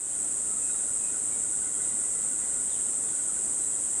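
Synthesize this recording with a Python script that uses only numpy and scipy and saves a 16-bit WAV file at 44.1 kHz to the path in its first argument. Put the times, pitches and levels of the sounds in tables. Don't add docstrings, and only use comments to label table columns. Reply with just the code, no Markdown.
import sys
import numpy as np
from scipy import signal
from scipy.fft import rfft, irfft
from scipy.io import wavfile

SR = 44100
rng = np.random.default_rng(int(sys.argv[2]) if len(sys.argv) > 2 else 0)


def store_wav(level_fs):
    pcm = np.round(np.clip(np.atleast_2d(level_fs), -1, 1) * 32767)
    wavfile.write(sys.argv[1], SR, pcm.T.astype(np.int16))


N = 176400

# f/Hz, level/dB (levels in all tables are relative)
AIR_SPECTRUM = [(12, -34), (20, -3), (153, -2.5), (278, 1.5), (905, -7.5), (1140, -9.5), (1470, -9.5),
                (1610, -13), (1940, -10.5), (2180, -15.5), (3700, -17), (4160, -19.5), (5000, -19.5),
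                (6500, -40.5), (11000, -120)]
# f/Hz, level/dB
CHORUS_SPECTRUM = [(4500, -36), (5500, -26.5), (6200, -20.5), (7000, -6.5), (7900, 1.5), (8600, -2.5),
                   (9300, -6.5), (10200, -18), (11000, -26), (11700, -32), (15500, -44.5)]
# t/s, length/s, f/Hz, level/dB, fall/octaves
WHISTLE_NOTES = [(0.581, 0.136, 2560, -60, 0.11), (0.979, .16, 2525, -60, .11),
                 (1.298, .08, 2266, -58.5, .14), (1.64, .06, 2080, -63, .05),
                 (1.781, .08, 2037, -60, 0.052), (1.891, 0.065, 2000, -60, 0.052),
                 (2.01, 0.073, 2005, -58, 0.032), (2.147, .08, 2000, -58.5, .03),
                 (2.28, .07, 1988, -62.5, .03), (2.4, .08, 1993, -58.5, 0.036)]
# t/s, length/s, f/Hz, level/dB
PEEP_NOTES = [(.11, .05, 3210, -65), (.2, .05, 3210, -67), (.55, .07, 3790, -66), (.68, 0.087, 3830, -62),
              (1.31, .07, 3790, -63), (1.73, .05, 3220, -62), (1.81, 0.053, 3830, -64),
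              (1.9, .07, 3830, -70), (2.19, 0.048, 3220, -64), (2.66, .04, 3220, -62),
              (2.77, .07, 3200, -69), (3.14, .1, 3200, -69), (3.25, .1, 3200, -69), (3.58, .08, 3990, -67),
              (3.7, 0.046, 3210, -67), (3.82, .05, 3220, -63.5)]
# t/s, length/s, f/Hz, level/dB, fall/octaves
CHIP_NOTES = [(2.685, 0.084, 3520, -56.5, 0.58), (2.734, 0.054, 3080, -59, .2), (3.041, .07, 3600, -63, .4)]
# t/s, f/Hz, level/dB
CLUCK_NOTES = [(.505, 1300, -54.5), (.555, 1320, -59), (.685, 1455, -54), (.735, 1330, -56),
               (.795, 1470, -54.5), (.872, 1390, -57), (1.132, 1480, -53.5), (1.138, 1334, -53),
               (1.52, 1480, -55.5), (1.612, 1492, -57), (1.79, 1490, -56), (2.005, 1414, -56),
               (2.26, 1484, -56.5), (2.308, 1470, -50), (2.488, 1500, -58), (2.58, 1475, -58),
               (3.125, 1470, -56), (3.182, 1475, -54.5), (3.285, 1314, -53.5), (3.365, 1484, -57.5),
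               (3.685, 1490, -65)]
# position/cycles, level/dB
TYMBAL_CLICKS = [(.155, -0.5), (.4, -7), (.66, -10), (.95, -0.5)]
# f/Hz, level/dB
BODY_RESONANCE = [(4500, -50), (5500, -33), (6200, -24.5), (7000, -12.5), (7500, -5), (8050, 1), (8600, -2),
                  (9200, -6), (9700, -11.5), (10300, -22), (10650, -22), (11200, -29.5), (11500, -40),
                  (13000, -49), (15500, -55.5)]
# t/s, level/dB
OPENING_SWELL = [(0, -4.5), (.1, -1), (.22, 0.5), (4, 1)]

CLUCK_S, CLUCK_FALL_OCTAVES = 0.032, 0.12


def from_db(db):
    return 10 ** (np.asarray(db) / 20)


def unit_rms(x):
    return x / np.sqrt(np.mean(x ** 2) + 1e-20)


def drift(rate_hz, size=N):
    pole = np.exp(-2 * np.pi * rate_hz / SR)
    noise = rng.standard_normal(size + SR)
    return unit_rms(signal.lfilter([1], [1, -2 * pole, pole * pole], noise)[SR:])


def colour(x, spectrum):
    size = 2 * N
    hz, db = np.transpose(spectrum)
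    grid_hz = np.maximum(np.fft.rfftfreq(size, 1 / SR), 1)
    gain = from_db(np.interp(np.log(grid_hz), np.log(hz), db))
    cepstrum = irfft(np.log(gain))
    cepstrum[1:N] *= 2
    cepstrum[N + 1:] = 0
    return unit_rms(irfft(rfft(x, size) * np.exp(rfft(cepstrum)))[:N])


def tree_echoes(x, t60_s):
    t = np.arange(SR) / SR
    build_up = 1 - np.exp(-t / 0.0096)
    tail = rng.standard_normal(SR) * from_db(-60 * t / t60_s) * build_up
    return signal.fftconvolve(x, tail / np.linalg.norm(tail))[:len(x)]


def air():
    level_db = -49.5 + 0.56 * drift(rate_hz=8.2)
    return from_db(level_db) * colour(rng.standard_normal(N), AIR_SPECTRUM)


def far_chorus():
    return from_db(-35) * colour(rng.standard_normal(N), CHORUS_SPECTRUM)


def bird_note(start_s, length_s, middle_hz, db, fall_octaves, rasp=0):
    size = int(length_s * SR)
    progress = np.linspace(0, 1, size)
    hz = middle_hz * 2 ** (fall_octaves * (.5 - progress))
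    phase = 2 * np.pi * np.cumsum(hz) / SR
    envelope = np.sin(np.pi * progress) * (1 + rasp * drift(rate_hz=160, size=size))
    tone = np.sqrt(2) * np.sin(phase) * envelope
    return np.pad(from_db(db) * tone, (int(start_s * SR), N))[:N]


def far_chatter(clucks_per_s=14):
    clucks = np.zeros(N)
    for _ in range(int(clucks_per_s * N / SR)):
        start_s = rng.uniform(0, N / SR)
        hz = 1390 + rng.uniform(-91, 91)
        db = -60.5 + rng.uniform(-2, 2)
        clucks += bird_note(start_s, CLUCK_S, hz, db, CLUCK_FALL_OCTAVES)
    return clucks


def distant_birds(t60_s=0.6):
    calls = sum(bird_note(*row, rasp=0.36) for row in WHISTLE_NOTES)
    calls += sum(bird_note(*row, fall_octaves=0.013) for row in PEEP_NOTES)
    calls += sum(bird_note(*row, rasp=0.42) for row in CHIP_NOTES)
    clucks = sum(bird_note(start_s, CLUCK_S, hz, db, CLUCK_FALL_OCTAVES, rasp=0.5)
                 for start_s, hz, db in CLUCK_NOTES)
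    clucks += far_chatter()
    blurred_calls = from_db(-2) * calls + from_db(-3) * tree_echoes(calls, t60_s)
    return blurred_calls + clucks + from_db(-8) * tree_echoes(clucks, t60_s)


def near_cicada(buzz_hz=105.0, rate_wander=0.000501, jitter_s=24e-6, spread_db=2):
    cycles = np.arange(int(N / SR * buzz_hz))
    wander = drift(rate_hz=4.01)[(cycles / buzz_hz * SR).astype(int)]
    starts_s = (cycles + rate_wander * np.cumsum(wander - wander.mean())) / buzz_hz
    clicks = np.zeros(N)
    for position, db in TYMBAL_CLICKS:
        centres = SR * (starts_s + position / buzz_hz + jitter_s * rng.standard_normal(len(cycles)))
        strength = from_db(db + spread_db * rng.standard_normal(len(cycles)))
        taps = centres.astype(int)[:, None] + np.arange(-8, 9)
        pulses = np.sinc(taps - centres[:, None])
        np.add.at(clicks, taps % N, strength[:, None] * pulses)
    buzz = colour(clicks, BODY_RESONANCE)
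    echoes = unit_rms(tree_echoes(np.tile(buzz, 2), t60_s=0.49)[N:])
    return from_db(-35) * buzz + from_db(-33.5) * echoes


def scene():
    swell = from_db(np.interp(np.arange(N) / SR, *np.transpose(OPENING_SWELL)))
    wood = near_cicada() + far_chorus() + air() + distant_birds()
    return (swell * wood)[None]


def record(dry):
    cutoff_hz = 15450
    return signal.sosfilt(signal.ellip(12, .1, 80, cutoff_hz, fs=SR, output="sos"), dry)


dry = scene()
out = record(dry)
store_wav(out)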